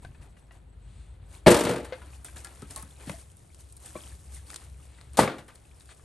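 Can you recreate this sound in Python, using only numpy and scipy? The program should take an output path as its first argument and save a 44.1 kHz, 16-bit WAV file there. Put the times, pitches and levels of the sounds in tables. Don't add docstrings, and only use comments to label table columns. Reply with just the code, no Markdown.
import sys
import numpy as np
from scipy import signal
from scipy.fft import rfft, irfft, next_fast_len
from scipy.io import wavfile
from scipy.ndimage import map_coordinates

SR = 44100
rng = np.random.default_rng(int(sys.argv[2]) if len(sys.argv) > 2 else 0)


def file_out(sig):
    cols = np.atleast_2d(sig).T
    lim = np.clip(cols, -1, 1)
    pcm = np.round(lim * 32767).astype(np.int16)
    wavfile.write(sys.argv[1], SR, pcm)


N = 266716

# start_s, ring_db, thump_db, rattle_db, bark_db
BLOWS = [(1.462, -20.5, -25, -17, -34), (1.4684, -9.5, -12.5, -17.5, -20.5),
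         (1.480, -13.5, -15, -28.5, -21), (1.503, -17, -40, -31, -21), (1.513, -22.5, -14.5, -21.5, -19),
         (1.609, -26, -45, -39, -53), (1.649, -31.5, -23, -29.5, -34), (1.667, -28, -26, -30, -54),
         (1.757, -43, -32, -37, -47), (1.846, -70, -53, -45.5, -45), (5.171, -42.5, -42.5, -33, -27.5),
         (5.179, -28.5, -38.5, -34, -48.5), (5.1894, -17, -23.5, -27, -22), (5.204, -22, -19, -32.5, -33.5),
         (5.229, -31.5, -21.5, -30.5, -34), (5.382, -60, -41, -46.5, -51.5), (5.482, -61, -62, -50.5, -57)]
# start_s, fall_db_per_s, ring_db, thump_db, rattle_db, bark_db
ROCKS = [(1.543, 105, -27.5, -31, -24, -23.5), (1.693, 165, -26.5, -22, -32, -33),
         (5.276, 236, -33.5, -30, -36.5, -48.5)]
# pitch_hz, level_db, t60_s
LIGHT_MODES = [(233, -2.5, 0.22), (281, -5, 0.15), (305.8, -1, 0.17), (350, 2.5, 0.25), (406, -0.5, 0.23),
               (465, 1, 0.34), (490, -1.5, 0.35), (569, -5, 0.36), (606, -0.5, .3), (847, -8.5, 0.46),
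               (920, -10, 0.36), (1004, -14, .4), (1004, -16, 0.26), (1270, -36, .5), (1338, -28, 0.97),
               (1347, -20, 0.6), (2025, -19, 0.54)]
# pitch_hz, level_db, t60_s
LOADED_MODES = [(253.7, -13, 0.12), (282, 2.5, 0.17), (363, -4, 0.091), (460, -13.5, .17),
                (517.4, 3.5, .28), (570, -3, 0.11), (700, -10.5, 0.096), (724, 2, .12), (831, 0, 0.25),
                (885, -14, 0.29), (1080, 5.5, 0.03), (1182, 2.5, 0.19), (1406, -11, 0.45),
                (2075, -25.5, 0.15)]
# pitch_hz, level_db
SHEET_LEVELS = [(120, -13.5), (200, -0.5), (400, 0), (620, 3), (760, -8.5), (950, -5), (1200, -10),
                (2000, -12), (3000, -12.5), (5000, -19)]
# frequency_hz, density_db_per_hz
RATTLE_SPECTRUM = [(350, -29.5), (700, 1), (1000, -1), (1600, 0.5), (2500, -5.5), (4300, -12), (5500, -21),
                   (9000, -30.5), (12000, -46)]
# frequency_hz, density_db_per_hz
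BARK_SPECTRUM = [(1000, -17.5), (2500, -5), (4200, -2), (5500, -4), (7000, -4), (9000, 2), (10300, 4),
                 (11500, -6), (12600, -15), (13200, -65)]
THUMP_SWINGS = [(0.63, -0.3), (1, 0.51), (1.35, -0.48), (1.95, 0.33)]
# start_s, lower_mode_db, lower_hz, upper_hz, then relative to the lower mode upper_db,
# t60_s, and again relative to it thud_db, scuff_db
KNOCKS = [(0.048, -42, 710, 1530, 3, 0.039, -19, -2), (1.923, -26.5, 513.5, 2100, -14, 0.11, -22.5, -11.5),
          (2.447, -45, 1380, 1676, -0.5, 0.12, -12, -4), (2.470, -42.5, 816, 1690, -16, 0.026, -11, -9),
          (2.624, -37.5, 400, 1300, -5, 0.057, 2.5, -14), (2.763, -47.5, 868, 1087, 5, 0.19, -11, -3.5),
          (2.828, -49.5, 880, 1275, 4, 0.043, 9.5, -1), (3.073, -37, 264.3, 567, -23, 0.151, 5.5, -10),
          (3.095, -26, 560, 2085, -9, 0.027, -3.5, -4.5), (3.139, -41, 670, 1980, -26, 0.088, -13, -12),
          (3.954, -34.5, 608, 1070, -1, 0.068, -3, -13), (3.957, -32, 356, 498, -1, 0.046, -13, -20),
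          (3.963, -39, 1125, 2360, -5, 0.056, -10, -17), (5.1895, -8.5, 580, 896, 0.5, 0.049, -22, -16.5),
          (5.192, -15.5, 1516, 1954, -6, 0.042, -16, -8), (5.276, -22, 1170, 2220, -9, 0.018, -21, -4)]
# start_s, lower_mode_db, lower_hz
TAPS = [(0.147, -58, 1760), (0.221, -63, 1830), (0.368, -61, 1950), (0.508, -52.5, 1937), (2.017, -47, 983),
        (2.247, -51, 1407), (2.284, -50.5, 1594), (2.363, -47.5, 1620), (2.714, -61, 1340),
        (4.983, -55, 1390), (5.891, -56, 1186), (5.995, -61, 1184)]
# start_s, level_db (before SNAP_TRIM_DB), tilt_db_per_octave
SNAPS = [(.049, -31, -7), (2.2455, -30, 13.5), (2.446, -27, 2.5), (2.470, -41, -4), (2.62, -36, -2),
         (2.708, -35.5, 2.5), (2.761, -24.5, 6), (2.776, -29, 10.5), (2.825, -31, 11.5), (3.096, -32.5, 7),
         (3.369, -42, 13.5), (3.546, -41.5, -1.5), (3.724, -37.5, 10), (3.767, -40, 12), (3.859, -34, 2.5),
         (4.503, -35.5, -5), (4.543, -30.5, -5), (4.56, -24.5, -1.5), (5.012, -41, -5.5), (5.134, -41.5, 7),
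         (5.556, -41, -1.5), (5.807, -42, -2.5)]
# frequency_hz, density_db_per_hz
TWIG_SPECTRUM = [(400, -32), (1200, -5), (2500, -7), (4200, 3.5), (6000, -2.5), (9000, 8.5), (10300, 11.5),
                 (12300, -19.5), (13500, -29.5), (15500, -20.5)]
# start_s, grass_db, wood_db (before WOOD_TRIM_DB)
TUGS = [(.02, -58, -56), (.21, -58, -56), (.366, -64.5, -66), (0.515, -61.5, -59), (2.246, -42.5, -55.5),
        (2.358, -44, -51), (2.442, -52, -60), (2.7, -45, -48.5), (2.759, -45, -48.5)]
# middle_s, half_length_s, grass_db, wood_db (before WOOD_TRIM_DB)
BRUSHES = [(1.349, 0.047, -54.5, -58.5), (2.141, 0.043, -54, -71), (2.577, 0.038, -64, -64),
           (3.019, 0.027, -55.5, -51), (3.107, 0.0544, -47.5, -51.5), (3.199, 0.042, -53, -62.5),
           (3.603, 0.017, -54.5, -74.5), (3.863, .045, -51.5, -56.5), (4.025, 0.13, -51, -57),
           (4.354, 0.039, -48, -60), (4.519, 0.05, -50.5, -55), (4.634, 0.057, -56, -59),
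           (4.827, 0.041, -61.5, -79.5), (5.151, 0.018, -56.5, -53), (5.922, 0.0086, -61, -56)]
# time_s, grass_and_cloth_db, dragged_wood_db (before WOOD_TRIM_DB)
STIR = [(0, -68.5, -65), (.75, -81, -72), (1.42, -71.5, -66), (1.95, -59.5, -52), (2.22, -64.5, -63.5),
        (2.5, -57.5, -57.5), (3.0, -60.5, -62.5), (3.4, -64.5, -70), (4.3, -59, -65.5), (5.0, -67, -65.5),
        (6.05, -63, -67)]
# frequency_hz, density_db_per_hz
GRASS_SPECTRUM = [(1200, -24), (2300, -7.5), (4000, -8.5), (6000, -5), (8000, 0.5), (10000, 7),
                  (10800, 5.5), (12000, -14), (13000, -26.5), (14500, -48)]
# frequency_hz, density_db_per_hz
DRAG_SPECTRUM = [(120, -46), (200, -2.5), (296, 5), (426, -0.5), (849, -3.5), (993, -11.5), (1060, -7),
                 (1830, -6), (4500, -12), (5850, -46.5), (9900, -120)]
# middle_s, half_length_s, level_db
SWISHES = [(0.976, 0.15, -65), (1.35, 0.06, -64.5), (4.36, 0.063, -61.5), (4.98, 0.13, -63.5),
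           (5.91, 0.024, -54.5)]
# frequency_hz, density_db_per_hz
CLOTH_SPECTRUM = [(300, -12), (900, -7), (2500, -2), (4200, -2.5), (5500, -13.5), (9500, 1.5), (12500, -37)]
# time_s, level_db (before WIND_TRIM_DB)
WIND = [(0, -54), (1.1, -73), (2.2, -67), (2.8, -63.5), (3.2, -68), (4.8, -69), (5.7, -66), (6.05, -69.5)]
# frequency_hz, density_db_per_hz
WIND_SPECTRUM = [(15, -18.5), (30, -18), (50, -2), (80, -7.5), (130, -8.5), (220, -22), (400, -38),
                 (900, -83.5)]
# time_s, level_db (before DRONE_TRIM_DB), mean_pitch_hz
DRONE = [(0, -70, 57.98), (.5, -55.5, 52.01), (.9, -46.5, 53.04), (1.35, -48, 52.94), (1.9, -49.5, 65),
         (3.2, -50.5, 66), (3.7, -56, 66.05), (4.15, -47.5, 66.02), (4.42, -48.5, 66.3), (4.55, -60, 65.7),
         (4.68, -44.5, 65.1), (4.8, -50, 66.36), (5.15, -51, 65.7), (5.55, -60, 66.24), (5.75, -54, 65.1),
         (6.05, -54, 66)]
# frequency_hz, density_db_per_hz
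HUM_SPECTRUM = [(30, -41), (48, -14), (64, 1.5), (85, -6), (120, -11), (180, -20.5), (400, -47.5),
                (900, -79.5)]
# frequency_hz, density_db_per_hz
AIR_SPECTRUM = [(150, 3.5), (400, 3), (800, -4), (1200, -8), (2000, -14), (4000, -21.5), (6000, -38),
                (9800, -21.5), (11000, -34), (12500, -63)]
# frequency_hz, left_minus_right_db
BARROW_LEFT = [(100, 1.5), (1000, 1.9), (2000, 1.5), (3800, 4), (5300, 4.5), (7200, 6.5), (7900, 2.2),
               (12000, -1.5)]
# frequency_hz, left_minus_right_db
WORKER_LEFT = [(100, 2), (500, 4), (1900, 4.5), (5300, 6), (7200, 4.5), (7900, 1.3), (12000, -1)]
# frequency_hz, left_lead_rad
PORT_LEAD = [(1900, 0), (3000, .6), (4000, .1), (7100, .05), (7800, .7), (8700, -.2), (9500, -2),
             (10200, -3.1), (11000, -4.3), (11800, -6.28)]
# frequency_hz, gain_db
SCATTER_GAIN = [(150, -25.5), (600, -14), (2000, -10.5), (10000, -18)]
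# frequency_hz, gain_db
TREBLE_GAIN = [(12500, 0), (13400, -4.5)]

LOADED_FROM_S = 2.2
TRAY_LOW_HZ = 62
ROCK_GAP_S, ROCK_JITTER_S, ROCK_SCATTER_DB = 0.022, 0.004, 0.5
ROCK_THUMP_LOSS_DB = 9
TAP_RATIO, TAP_T60_S = 1.45, 0.07
TAP_UPPER_DB, TAP_THUD_DB, TAP_SCUFF_DB = -3, -9, -0.5
CRACKLE_FROM_S, CRACKLE_TO_S, CRACKLE_MEAN_DB = 2.25, 6.0, -47
SNAP_TRIM_DB, WOOD_TRIM_DB, WIND_TRIM_DB, DRONE_TRIM_DB = -3.5, -3, 6.5, 1
TUG_ATTACK_S, TUG_T60_S = 0.0041, 0.3
INSECT_MEAN_HZ, INSECT_DB, INSECT_UNTIL_S = 8020, -79, 1.4
PULSE_HZ, PHRASE_HZ = 32, 7.4
TOP_HZ = 15800


def amp(db):
    return 10 ** (np.asarray(db) / 20)


def unit(x):
    return x / np.sqrt(np.mean(x ** 2) + 1e-20)


def along(points, hz):
    f, v = np.transpose(points)
    return np.interp(np.log(hz + 1), np.log(f + 1), v)


def curves(rows):
    time_s, *columns = np.transpose(rows)
    return [np.interp(np.arange(N) / SR, time_s, column) for column in columns]


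def wobble(knots_per_s):
    knots = rng.standard_normal(int(N * knots_per_s / SR) + 4)
    return map_coordinates(knots, [np.arange(N) * knots_per_s / SR])


def swells(rows):
    t = np.arange(N) / SR
    return sum(amp(db) * np.exp(-((t - middle_s) / half_s) ** 2) for middle_s, half_s, db in rows)


def filtered(x, response):
    n = x.shape[-1]
    padded = next_fast_len(n + 8192)
    return irfft(rfft(x, padded) * response(np.fft.rfftfreq(padded, 1 / SR)), padded)[..., :n]


def noise(spectrum, size, spiky_db=0, tilt_db=0):
    sizes_db = spiky_db * np.clip(rng.standard_normal(size // 16 + 1), -2.5, 2.5)
    rough = rng.standard_normal(size) * amp(sizes_db).repeat(16)[:size]
    return unit(filtered(rough, lambda hz: amp(along(spectrum, hz) + tilt_db * np.log2(hz + 1))))


def fade(t, attack_s, t60_s):
    return (1 - np.exp(-t / attack_s)) * np.exp(-np.log(1000) * t / t60_s)


def add(track, start_s, sound):
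    part = track[round(start_s * SR):][:len(sound)]
    part += sound[:len(part)]


def ringing(hz, t60_s, t):
    hz, t60_s, t = (np.float32(v) for v in (hz, t60_s, t))
    return np.sin(2 * np.pi * hz[:, None] * t) * fade(t, 0.00057, t60_s[:, None])


def grains(count, centre_hz, cycles, spread_db):
    start = rng.integers(0, N, count)
    hz = np.minimum(centre_hz * np.exp(rng.normal(0, 0.45, count)), TOP_HZ)
    size = amp(spread_db * np.minimum(rng.exponential(1, count), 4))
    steps = np.arange(SR // 50)
    ticks = size[:, None] * ringing(hz, cycles / hz, steps / SR)
    return unit(np.bincount((start[:, None] + steps).ravel(), ticks.ravel(), N)[:N])


def thump(t, hz, t60_s):
    swings = sum(np.sin(2 * np.pi * hz * ratio * rng.uniform(0.92, 1.082) * t) * gain
                 for ratio, gain in THUMP_SWINGS)
    return swings * fade(t, 0.00068, t60_s)


def barrow(blows, modes, sheet_db, sheet_t60_s, rattle_t60_s, bark_t60_s, thump_hz, shift):
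    out, t = np.zeros(N), np.arange(SR // 2) / SR
    brief = t[:SR // 4]
    hz, mode_db, t60_s = np.transpose(modes)
    main = ringing(hz, t60_s, t)
    crowd_hz = np.linspace(140 ** 0.5, 5000 ** 0.5, 150) ** 2 + rng.uniform(-7, 7, 150)
    crowd = ringing(crowd_hz, sheet_t60_s * (crowd_hz / 1000) ** -0.15, t)
    for start_s, ring_db, thump_db, rattle_db, bark_db in blows:
        strike = amp(mode_db + rng.normal(0, 1.5, len(hz))) * rng.choice([-1, 1], len(hz))
        spread = amp(along(SHEET_LEVELS, crowd_hz)) * rng.choice([-1, 1], len(crowd_hz))
        ring = strike @ main / np.linalg.norm(strike)
        ring += amp(sheet_db) * spread @ crowd / np.linalg.norm(spread)
        ring *= 1 + 1.4 * np.exp(-t / 0.0053)
        ring = np.interp(t * (1 + shift * rng.uniform(-1, 1)), t, ring)
        rattle = noise(RATTLE_SPECTRUM, len(brief), spiky_db=1.5) * fade(brief, 0.0014, rattle_t60_s)
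        bark = noise(BARK_SPECTRUM, len(brief), spiky_db=2) * fade(brief, 0.00036, bark_t60_s)
        add(out, start_s, amp(ring_db) * ring)
        add(out, start_s, amp(thump_db) * thump(brief, thump_hz, t60_s=0.17))
        add(out, start_s, amp(rattle_db) * rattle)
        add(out, start_s, amp(bark_db) * bark)
    return out


def rocking():
    blows = []
    for start_s, fall_db_per_s, *levels_db in ROCKS:
        blows.append((start_s, *levels_db))
        for k, (late, strong) in enumerate(rng.standard_normal(size=(7, 2)), 1):
            after_s = k * ROCK_GAP_S + ROCK_JITTER_S * late
            change_db = ROCK_SCATTER_DB * strong - fall_db_per_s * after_s
            thump_loss_db = ROCK_THUMP_LOSS_DB * np.array([0, 1, 0, 0])
            blows.append((start_s + after_s, *(levels_db + change_db - thump_loss_db)))
    return blows


def knocks():
    out, t = np.zeros(N), np.arange(SR // 5) / SR
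    taps = [(start_s, db, hz, TAP_RATIO * hz, TAP_UPPER_DB, TAP_T60_S, TAP_THUD_DB, TAP_SCUFF_DB)
            for start_s, db, hz in TAPS]
    for start_s, db, lower_hz, upper_hz, upper_db, t60_s, thud_db, scuff_db in KNOCKS + taps:
        ring = amp([0, upper_db]) @ ringing([lower_hz, upper_hz], [t60_s, 0.98 * t60_s], t)
        scuff = amp(scuff_db) * noise(RATTLE_SPECTRUM, len(t), spiky_db=3.5) * fade(t, 0.00067, t60_s)
        thud = amp(thud_db) * thump(t, hz=146.0, t60_s=0.14)
        add(out, start_s, amp(db) * (ring + scuff + thud))
    return out


def snaps():
    out, t = np.zeros(N), np.arange(SR // 10) / SR
    faint = [(rng.uniform(CRACKLE_FROM_S, CRACKLE_TO_S), CRACKLE_MEAN_DB + 2 * rng.normal(), tilt_db)
             for tilt_db in rng.normal(2.6, 1.4, size=18)]
    shape = fade(t, 0.000092, 0.015) + amp(-13) * fade(t, 0.0022, 0.039)
    for start_s, db, tilt_db in SNAPS + faint:
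        crack = noise(TWIG_SPECTRUM, len(t), spiky_db=2, tilt_db=tilt_db)
        add(out, start_s, amp(db + SNAP_TRIM_DB) * shape * crack)
    return out


def rustle():
    stir_grass_db, stir_wood_db = curves(STIR)
    tug_grass, tug_wood = np.zeros(N), np.zeros(N)
    slide = fade(np.arange(SR // 2) / SR, TUG_ATTACK_S, TUG_T60_S)
    for start_s, grass_db, wood_db in TUGS:
        add(tug_grass, start_s, amp(grass_db) * slide)
        add(tug_wood, start_s, amp(wood_db) * slide)
    brush_grass = swells((s, half_s, db) for s, half_s, db, _ in BRUSHES)
    brush_wood = swells((s, half_s, db) for s, half_s, _, db in BRUSHES)
    grass_level = np.linalg.norm([amp(stir_grass_db), tug_grass, brush_grass], axis=0)
    wood_level = np.linalg.norm([amp(stir_wood_db), tug_wood, brush_wood], axis=0)
    grass = noise(GRASS_SPECTRUM, N, spiky_db=4)
    grass += amp(-12) * grains(count=1500, centre_hz=5930, cycles=22, spread_db=3)
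    drag = noise(DRAG_SPECTRUM, N, spiky_db=3.5)
    drag += amp(-3) * grains(count=2400, centre_hz=1130, cycles=22, spread_db=1.5)
    grass *= grass_level * amp(1.4 * wobble(50))
    drag *= wood_level * amp(WOOD_TRIM_DB + 1.2 * wobble(45))
    return grass + drag


def swishes():
    return swells(SWISHES) * noise(CLOTH_SPECTRUM, N, spiky_db=2)


def wind():
    (wind_db,) = curves(WIND)
    return amp(wind_db + WIND_TRIM_DB + 1.8 * wobble(20)) * noise(WIND_SPECTRUM, N)


def drone():
    drone_db, drone_hz = curves(DRONE)
    tone = np.sin(2 * np.pi * np.cumsum(drone_hz + 0.8 * wobble(8.7)) / SR)
    level = amp(drone_db + DRONE_TRIM_DB + 1.2 * wobble(9))
    return level * unit(tone + amp(-3) * noise(HUM_SPECTRUM, N))


def insect():
    t = np.arange(N) / SR
    pulses = np.sin(np.pi * PULSE_HZ * t) ** 2
    phrases = np.clip(np.sin(2 * np.pi * PHRASE_HZ * t) + 0.5 + 0.14 * wobble(5), 0, 1)
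    tone = np.sin(2 * np.pi * np.cumsum(INSECT_MEAN_HZ + 45 * wobble(150)) / SR)
    return amp(INSECT_DB) * unit(pulses * phrases * tone) * (t < INSECT_UNTIL_S)


def open_air():
    return amp(-64) * np.array([noise(AIR_SPECTRUM, N), noise(AIR_SPECTRUM, N)])


def placed(mono, left):
    t = np.arange(SR // 4) / SR
    scatter = rng.standard_normal((2, len(t))) * fade(t, 0.0079, 0.16)
    echo = signal.fftconvolve(mono[None], scatter / np.linalg.norm(scatter[0]), axes=1)[:, :N]
    echo = filtered(echo, lambda hz: amp(along(SCATTER_GAIN, hz)))
    direct = filtered(mono, lambda hz: np.exp(1j * np.outer([0.5, -0.5], along(PORT_LEAD, hz))))
    return filtered(direct + echo, lambda hz: amp(np.outer([0.5, -0.5], along(left, hz))))


def scene():
    blows = BLOWS + rocking()
    light_blows = [b for b in blows if b[0] < LOADED_FROM_S]
    loaded_blows = [b for b in blows if b[0] > LOADED_FROM_S]
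    light = barrow(light_blows, LIGHT_MODES, sheet_db=-2.5, sheet_t60_s=0.34, rattle_t60_s=0.12,
                   bark_t60_s=0.1, thump_hz=131.4, shift=0.02)
    loaded = barrow(loaded_blows, LOADED_MODES, sheet_db=-1.5, sheet_t60_s=0.31, rattle_t60_s=0.19,
                    bark_t60_s=0.15, thump_hz=111.4, shift=0.015)
    tray = filtered(light + loaded, lambda hz: 1j * hz / (TRAY_LOW_HZ + 1j * hz))
    worker = knocks() + snaps() + rustle() + swishes()
    background = wind() + drone() + insect()
    return placed(tray, BARROW_LEFT) + placed(worker + background, WORKER_LEFT) + open_air()


def record(dry):
    rounded = dry / (1 + np.abs(dry) ** 6) ** (1 / 6)
    return filtered(rounded, lambda hz: amp(along(TREBLE_GAIN, hz)) * (hz < TOP_HZ))


dry = scene()
out = record(dry)
file_out(out)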